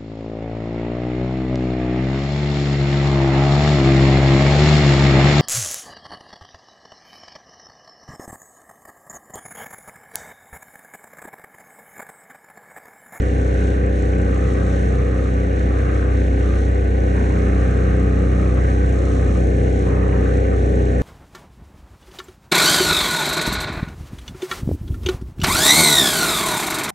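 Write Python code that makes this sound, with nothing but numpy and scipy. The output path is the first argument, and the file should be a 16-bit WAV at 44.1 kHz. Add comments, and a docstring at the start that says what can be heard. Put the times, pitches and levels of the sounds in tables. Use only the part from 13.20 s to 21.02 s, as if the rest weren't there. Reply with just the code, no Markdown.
"""A deep, steady engine drone fills a small aluminium boat on a calm river, heard on a phone held in
the open hull, a metre or two from the single-cylinder four-stroke long-tail motor. Each two-turn cycle
shakes the hull and uneven firings add rumble. The valve gear clacks and rattles, a loose panel buzzes in
spells, and gas hisses once a cycle with a thin tick; early echoes colour the treble."""
import sys
import numpy as np
from scipy import signal
from scipy.fft import rfft, irfft, next_fast_len
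from scipy.io import wavfile
from scipy.ndimage import uniform_filter1d

SR = 44100
rng = np.random.default_rng(int(sys.argv[2]) if len(sys.argv) > 2 else 0)


def dump(signal):
    """Clip the signal to [-1, 1] and save it as 16-bit WAV at the path in sys.argv[1]."""
    limited = np.clip(np.atleast_2d(signal).T, -1, 1)
    pcm = np.round(limited * 32767).astype(np.int16)
    wavfile.write(sys.argv[1], SR, pcm)


N = 344855
TIME = np.arange(N) / SR

# pressure swings in one engine cycle: place/cycles, push (+) or pull (-)
STROKES = [(0.204, -0.52), (0.512, 0.77), (0.813, -0.497)]
# valve and piston knocks: place/cycles, relative level/dB
KNOCKS = [(0.025, 1), (0.273, -16.5), (0.469, -9), (0.769, -6), (0.867, -6)]


def drone(cycle, crank_db, boom_db, pipe_db, hull_below_hz=140, boom_order=6, upper_hz=380):
    """Multiples of the firing rate, timed by the strokes: the hull has the low ones, the pipe the rest."""
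    # drone lines: multiple of the firing rate, relative left level/dB, relative right level/dB
    lines = [(1, -34, -30), (2, 0.5, 0.64), (3, -7, -8), (4, -13.5, -12.5), (5, -27, -21.5), (6, -2, -1),
             (7, -27.5, -28), (8, -16.5, -20), (9, -15, -13.5), (10, -18.5, -16.5), (11, -22, -24),
             (12, -20.5, -20.5), (13, -18, -15.5), (14, -18.5, -18), (15, -14.5, -41.5), (16, -18, -19.5),
             (17, -23.5, -35.5), (18, -20.5, -25), (20, -42.5, -35.5), (22, -27, -43), (23, -38, -37),
             (24, -31, -38.5), (25, -25.5, -34), (26, -25.5, -30.5), (29, -33, -34.5), (36, -31, -31.5),
             (49, -33.5, -41.5), (50, -42.5, -37), (56, -39.5, -36), (60, -43.5, -37)]
    # phase between left and right; the low lines sound centred, the midrange lines wide:
    # f/Hz, lead of the left/rad
    stereo_phase = [(60, 0.08), (125, 0.32), (187, 0.38), (250, 0.27), (320, 0.1), (490, 0.12), (560, 4.25),
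                    (800, 2.97), (1030, 2.9), (1130, 3.14), (1500, 2.75), (1850, 2.75)]
    # dips and swells of the fourth line: t/s, gain/dB
    fourth_swells = [(0.0, 2), (0.75, -7), (1.25, -1), (1.8, 3), (2.45, -4), (2.7, 0), (3.55, -10),
                     (4.05, 0), (5.2, 1.8), (6.5, 2.5), (7.3, -0.5), (7.8, 3)]
    # swells of the lines above upper_hz: t/s, gain/dB
    upper_swells = [(0.0, 0.8), (1.2, 0.5), (2.6, -1.5), (4.1, 0.5), (5.8, -1), (6.3, 0.6), (7.8, 2)]
    at, push = np.transpose(STROKES)
    fourth_db, = curves(fourth_swells)
    upper_db, = curves(upper_swells)
    out = np.zeros((2, N))
    for order, left_db, right_db in lines:
        order = round(order)
        hz = order * cycle[-1] / TIME[-1]
        stroke_phase = np.angle(np.sum(push * np.exp(-2j * np.pi * order * at)))
        lead = np.interp(hz, *np.transpose(stereo_phase)) * np.array([[.5], [-.5]])
        drift = .09 * min(hz / 400, 1) * walk(22)  # hot gas shifts the upper lines a little
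        if hz < hull_below_hz:  # the shaking of the crank is nearly steady
            db = crank_db + .5 * walk(14) + fourth_db * (order == 4)
        elif order == boom_order:
            db = boom_db
        else:  # the gas pulses vary
            db = pipe_db + 1.2 * walk(6) + upper_db * (hz > upper_hz)
        tone = np.cos(2 * np.pi * order * cycle + stroke_phase + drift + lead)
        out += undb([[left_db], [right_db]]) * undb(db) * tone
    return np.sqrt(2) * out


def hull_boom_db(firing_hz, steady_db=-30, db_per_sag_hz=17):
    """The hull booms louder as the engine sags under load and fades as the speed recovers."""
    return steady_db + db_per_sag_hz * (np.mean(firing_hz) - firing_hz)


def rumble(cycle, firing_at=.85, kick_db=-10, thud_width=.54):
    """Each firing kicks the hull harder or softer, and every stroke leaves a random thud."""
    # rumble spectrum: f/Hz, relative mid level/dB, relative side level/dB
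    spectrum = [(25, -23, -39), (50, -15.5, -31), (120, -2, -25), (177, -4.5, -15.5), (245, -3, -18),
                (307, -9.5, -13), (442, -13, -9.5), (535, -8.5, -12), (593, -19, -14.5),
                (823, -24.5, -20.5), (920, -46, -42.5), (2000, -63.5, -80.5)]
    thuds = sum(abs(push) * burst(cycle, at + thud_width / 2, thud_width) for at, push in STROKES)
    envelope = unit(4.8 + thuds)
    kicks = unit(strikes(cycle, firing_at, rng.uniform(-.86, 1, cycle_count(cycle))))
    kicks = signal.sosfiltfilt(butter(2, 230, "low"), kicks)
    gas = carry_over(rng.standard_normal((2, N)), cycle, share=.4, above_hz=300)
    noise = coloured(envelope * gas + undb(kick_db) * kicks, spectrum)
    upper = signal.sosfiltfilt(butter(2, 380, "high"), noise)
    return noise + upper * (pan(db=9.5) - .9)  # the upper exhaust notes come more from the left


def hum(cycle, order=3.5, level_db=-37):
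    """A weak, wavering hum between the third and fourth lines of the drone."""
    amplitude = np.sqrt(2) * undb(level_db + walk(3))
    return amplitude * np.cos(2 * np.pi * order * cycle + .92 * walk(3.6))


def rattle(cycle, level_db, width=.06, flutter_db=1.04):
    """Loose metal buzzes after each knock, partly alike on every cycle; its top lies to the right."""
    # hull and rig rattle: f/Hz, relative mid level/dB, relative side level/dB
    spectrum = [(293, -11, -18.5), (787, 3.5, -1), (970, -27.5, 6.5), (1170, -26, 10.5), (1375, -6, 6),
                (1465, 4.5, 1), (1640, 1.5, 6.5), (1720, 1.5, 3), (1900, 4, -1.5), (2530, -4, -13.5),
                (2600, -14, -12.5), (2770, -5, -25.5), (3290, -22.5, -34.5), (5100, -34, -38.5)]
    shakes = sum(undb(db / 2) * burst(cycle, at + width / 2, width) for at, db in KNOCKS)
    shaking = (1 + .5 * shakes) * undb(flutter_db * walk(90))
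    vibration = carry_over(churn(cycle, repeat=.13), cycle, share=.16, above_hz=490)
    metal = coloured(shaking * vibration, spectrum)
    upper = signal.sosfiltfilt(butter(3, 1550, "high"), metal)
    wide = (metal - upper) * pan(db=1.5) + upper * pan(db=-6.5)
    return undb(level_db) * wide + centre_rattle(shaking * churn(cycle, repeat=.3)[0])


def centre_rattle(vibration, width_hz=293):
    """In spells, a band of the otherwise wide rattle is also heard dead centre."""
    # spells in the centre: start t/s, end t/s, lower edge f/Hz, level/dB
    spells = [(1.072, 1.546, 1070, -44), (1.702, 2.1, 1070, -44.5), (2.495, 2.949, 1073, -43.5),
              (3.227, 3.395, 1067, -43.5), (3.92, 4.156, 810, -46.5), (4.142, 5.177, 1077, -44),
              (5.185, 5.41, 1064, -41), (5.733, 6.193, 1060, -43.5), (6.647, 7.02, 833, -47),
              (6.657, 7.11, 1066, -42.5), (7.316, 7.356, 1092, -40)]
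    out = np.zeros(N)
    for start, end, low_hz, db in spells:
        band = signal.sosfilt(butter(4, [low_hz, low_hz + width_hz], "band"), vibration)
        out += undb(db) * unit(band) * spell(start, end, fade_s=.04)
    return out


def panel_buzz(cycle, band_hz=(1445, 1615), knock_db=-4):
    """Something loose, likely a thin panel, is shaken by the knocks and rings in one band."""
    # spells of buzzing: start t/s, end t/s, level/dB
    spells = [(0.152, 0.69, -44.5), (0.937, 1.12, -42), (1.377, 1.672, -43), (2.534, 2.92, -42),
              (3.264, 3.465, -43), (3.927, 4.204, -43.5), (4.345, 4.799, -42.5), (5.298, 5.72, -45),
              (6.982, 7.172, -42)]
    hits = knocks(cycle, scatter_db=3)
    shaking = churn(cycle, repeat=.45) + undb(knock_db) * unit(hits)
    ring = unit(signal.sosfilt(butter(2, band_hz, "band"), shaking))
    return ring * sum(undb(db) * spell(start, end, fade_s=.15) for start, end, db in spells)


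def clacks(cycle):
    """The knocks of valves and piston ring the engine casing."""
    # casing resonances: f/Hz, width/Hz, relative left level/dB, relative right level/dB
    modes = [(1535, 61, 4.5, -5.5), (1770, 18, 2, 9), (1868, 42, -0.5, 9), (1980, 910, -11.5, -12.5),
             (2120, 70, -11, 1), (2448, 120, 0, 2)]
    hits = knocks(cycle, scatter_db=1)
    casing = np.zeros((2, N))
    for hz, width_hz, left_db, right_db in modes:
        ring = signal.lfilter(*signal.iirpeak(hz, hz / width_hz, fs=SR), hits)
        casing += undb([[left_db], [right_db]]) * ring
    return unit(signal.sosfilt(butter(3, [1300, 2400], "band"), casing))


def knocks(cycle, scatter_db):
    """Valves and piston strike at set crank angles, harder or softer each time."""
    count = cycle_count(cycle)
    return sum(strikes(cycle, at, undb(db + scatter_db * rng.standard_normal(count))) for at, db in KNOCKS)


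def gas_hiss(cycle, grain_db=.2, swell_db=1.27, flicker_db=.85, whole_over_treble_db=2.5):
    """Gas rushes through the exhaust and, more softly, the intake, over a hiss whose top flickers."""
    # hiss spectrum: f/Hz, relative mid level/dB, relative side level/dB
    spectrum = [(1500, -15.5, -24), (2970, 3, -1), (3860, 5, 1), (4265, 2.5, -3.5), (4860, -12, -22),
                (5400, 0, -9), (6500, 5, -3), (7200, -3.5, -12.5), (7600, -0.5, -8.5), (8300, -5, -8),
                (9170, -1.5, -22), (9830, -21.5, -16)]
    # slow course of the hiss above about 5 kHz: t/s, level/dB
    treble_levels = [(0.0, -53.7), (0.55, -54.3), (1.0, -53.3), (1.8, -53.9), (2.2, -54.7), (3.75, -55),
                     (4.0, -53.3), (4.85, -54), (5.2, -53.2), (5.7, -53.2), (6.2, -52.2), (6.8, -53.5),
                     (7.4, -53.6), (7.8, -52.2)]
    puffs = 1 + .62 * burst(cycle, at=.585, width=.07)
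    puffs += .27 * burst(cycle, at=.17, width=.07) + .12 * burst(cycle, at=.78, width=.08)
    waver = undb(grain_db * walk(250) + swell_db * walk(11))
    gas = coloured(puffs * waver * churn(cycle, repeat=.038), spectrum)
    gas = brighten(gas, flicker_db * walk(110), above_hz=6900)
    treble_db, = curves(treble_levels)
    mean_db = np.mean(treble_db)
    return undb(mean_db + whole_over_treble_db) * brighten(gas, treble_db - mean_db, above_hz=4900)


def ticks(cycle, at=.57, scatter_db=11, ring_s=.00097, band_hz=(7360, 7960)):
    """Something small and metallic ticks with each exhaust puff, mostly faintly, now and then sharply."""
    # slow course of the ticking: t/s, level/dB
    levels = [(0.0, -63), (0.7, -69), (1.2, -63.5), (1.9, -70), (3.7, -74.5), (5.3, -69), (6.2, -66),
              (7.8, -67)]
    sizes = undb(scatter_db * rng.uniform(-1, 1, cycle_count(cycle)))
    hits = strikes(cycle, at, sizes, jitter_s=.0008)
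    decays = signal.lfilter([1], [1, -np.exp(-1 / (ring_s * SR))], hits)
    scrape = decays * rng.standard_normal(N)
    level_db, = curves(levels)
    return undb(level_db) * unit(signal.sosfilt(butter(2, band_hz, "band"), scrape))


def wall_bounces(clatter):
    """Weak reflections off the near hull walls, different left and right; the level stays."""
    # wall reflections: delay/s, left gain, right gain
    paths = [(.0032, .15, .05), (.00748, 0, .2), (.00862, .15, .13), (.01522, .15, .1), (.02017, -.12, .1),
             (.02516, .06, .12)]
    out = clatter.copy()
    for delay_s, left, right in paths:
        out += np.array([[left], [right]]) * np.roll(clatter, round(delay_s * SR), axis=1)
    return out * np.std(clatter) / np.std(out)


def early_echoes(hiss):
    """Inverted echoes, most likely off the bow and benches, comb the hiss; the level stays."""
    # echo paths: delay/s, further lag on the right/s
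    paths = [(.01523, -.00005), (.02012, .00009), (.02518, .00007)]
    # strength of each echo against the direct sound: level/dB
    levels = [-20, -11.5, -21]
    out = hiss.copy()
    for (delay_s, lag_s), db in zip(paths, levels):
        left = np.roll(hiss[0], round(delay_s * SR))
        right = np.roll(hiss[1], round((delay_s + lag_s) * SR))
        out -= undb(db) * np.array([left, right])
    return out * np.std(hiss) / np.std(out)


def hollow_centre(mix):
    """Twice a band near 1.1 kHz briefly leaves the centre and is heard only at the sides."""
    # hollow spells: start t/s, end t/s, lower edge f/Hz, upper edge f/Hz, side gain/dB
    spells = [(1.587, 1.678, 816, 1300, 3), (5.417, 5.71, 1015, 1295, 4)]
    out = mix.copy()
    for start, end, low_hz, high_hz, side_db in spells:
        left, right = signal.sosfiltfilt(butter(4, [low_hz, high_hz], "band"), mix)
        extra_side = (undb(side_db) - 1) * np.array([left - right, right - left]) / 2
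        out += spell(start, end, fade_s=.04) * (extra_side - (left + right) / 2)
    return out


def churn(cycle, repeat, points=1400):
    """Two dense vibrations; the share `repeat` returns on every cycle and forms a comb of lines."""
    pattern = rng.standard_normal((2, points))[:, (cycle % 1 * points).astype(int)]
    return np.sqrt(repeat) * pattern + np.sqrt(1 - repeat) * rng.standard_normal((2, N))


def carry_over(x, cycle, share, above_hz):
    """Each cycle partly repeats the one before, which gathers the noise around the engine's lines."""
    high = signal.sosfiltfilt(butter(3, above_hz, "high"), x)
    before = np.array([np.interp(cycle - 1, cycle, channel) for channel in high])
    return x - high + (high + share * before) / np.hypot(1, share)


def strikes(cycle, at, sizes, jitter_s=.00003):
    """One impulse a cycle at a set crank angle, each with its own size."""
    when = np.interp(np.arange(len(sizes)) + at, cycle, TIME, right=-1)
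    when += jitter_s * rng.standard_normal(len(sizes))
    heard = (when > 0) & (when < TIME[-1])
    return np.bincount((when[heard] * SR).astype(int), sizes[heard], N)


def cycle_count(cycle):
    """How many engine cycles begin."""
    return int(cycle[-1]) + 1


def burst(cycle, at, width):
    """A smooth bump once a cycle; place and width are shares of the cycle."""
    return np.exp(-.5 * (((cycle - at + .5) % 1 - .5) / width) ** 2)


def spell(start, end, fade_s):
    """Fade in, hold, fade out."""
    return np.clip(.5 + np.minimum(TIME - start, end - TIME) / fade_s, 0, 1)


def walk(rate_hz):
    """Random levels held 1 / rate_hz s and smoothed twice; rms 1."""
    hold = int(SR / rate_hz)
    held = np.repeat(rng.standard_normal(N // 100)[:N // hold + 1], hold)
    return unit(uniform_filter1d(uniform_filter1d(held, hold), hold)[:N])


def curves(table):
    """The columns of a timed table, one value a sample."""
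    times, *columns = np.transpose(table)
    return [np.interp(TIME, times, column) for column in columns]


def coloured(source, spectrum):
    """Left and right from two signals, shaped by a mid and a side spectrum; the mid has rms 1."""
    hz, *levels = np.transpose(spectrum)
    size = next_fast_len(N + 4096)
    log_hz = np.log(np.maximum(np.arange(size // 2 + 1) * SR / size, 1))
    gains = undb([np.interp(log_hz, np.log(hz), db) for db in levels])
    mid, side = irfft(rfft(source, size) * gains, size)[:, :N]
    return np.array([mid + side, mid - side]) / np.std(mid)


def brighten(x, db, above_hz):
    """Raise or lower the treble over time."""
    return x + (undb(db) - 1) * signal.sosfiltfilt(butter(4, above_hz, "high"), x)


def butter(order, hz, kind):
    """Sections of a filter with a flat passband."""
    return signal.butter(order, hz, kind, fs=SR, output="sos")


def pan(db):
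    """Gains for a left-minus-right level."""
    return undb(np.array([[db], [-db]]) / 2)


def undb(db):
    """Decibels to gain."""
    return 10 ** (np.asarray(db) / 20)


def unit(x):
    """Scale to rms 1."""
    return x / np.sqrt(np.mean(x ** 2))


def scene():
    """One crank drives every layer; it runs slightly early or late from firing to firing."""
    # engine speed, hunting a little at steady throttle: t/s, firing rate f/Hz
    speed = [(0.0, 31.0), (0.75, 31.33), (1.0, 30.91), (1.2, 31.34), (1.6, 31.02), (1.75, 31.37),
             (2.46, 31.05), (2.61, 31.45), (3.06, 31.13), (3.71, 31.29), (4.21, 31.12), (5.97, 31.34),
             (6.22, 30.87), (6.47, 31.27), (7.02, 30.89), (7.17, 31.25), (7.82, 30.83)]
    # slow swells about the steady levels: t/s, crank/dB, hull boom/dB, exhaust/dB, rattle/dB
    swells = [(0.0, -0.7, -9, -1.1, 0.0), (0.35, -0.7, -1.5, -1.0, 0.0), (1.55, -0.7, 2, -0.5, 0.3),
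              (2.0, -1.3, 0, -1.0, -0.7), (2.45, -0.6, -1, -0.8, 0.3), (2.63, -0.2, -8, -0.7, 1.2),
              (2.95, 0.2, -1, -0.7, 0.8), (3.67, 1.1, -3, -1.1, -0.7), (3.96, 0.3, 3, 0.0, 1.5),
              (4.55, 0.6, 3.5, 0.2, 1.6), (4.9, 0.8, 4.5, 0.4, 0.0), (5.26, 0.9, 5, 0.7, -0.2),
              (5.46, 0.9, 0, -0.4, 0.6), (6.27, 0.2, 1, 1.1, -1.4), (7.07, -0.0, -1, 1.6, 1.1),
              (7.52, 0.1, -7, 1.4, -2.1), (7.82, -0.7, -4.5, 0.3, 0.4)]
    firing_hz, = curves(speed)
    crank_db, boom_db, exhaust_db, rattle_db = curves(swells)
    cycle = -.09 + np.cumsum(firing_hz) / SR + .00054 * walk(31) + .0016 * walk(7)
    clatter = undb(rattle_db - 47.5) * clacks(cycle) + rattle(cycle, rattle_db - 41.5) + panel_buzz(cycle)
    hiss = gas_hiss(cycle)
    engine = drone(cycle, crank_db - 18, boom_db + hull_boom_db(firing_hz), exhaust_db - 18) + hum(cycle)
    engine += undb(exhaust_db - 27.5) * rumble(cycle)
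    return hollow_centre(engine + wall_bounces(clatter) + early_echoes(hiss) + ticks(cycle))


def record(dry, top_hz=9700):
    """The phone in the hull cuts the top steeply."""
    return signal.sosfilt(signal.ellip(10, .2, 80, top_hz, fs=SR, output="sos"), dry)


dry = scene()
out = record(dry)
dump(out)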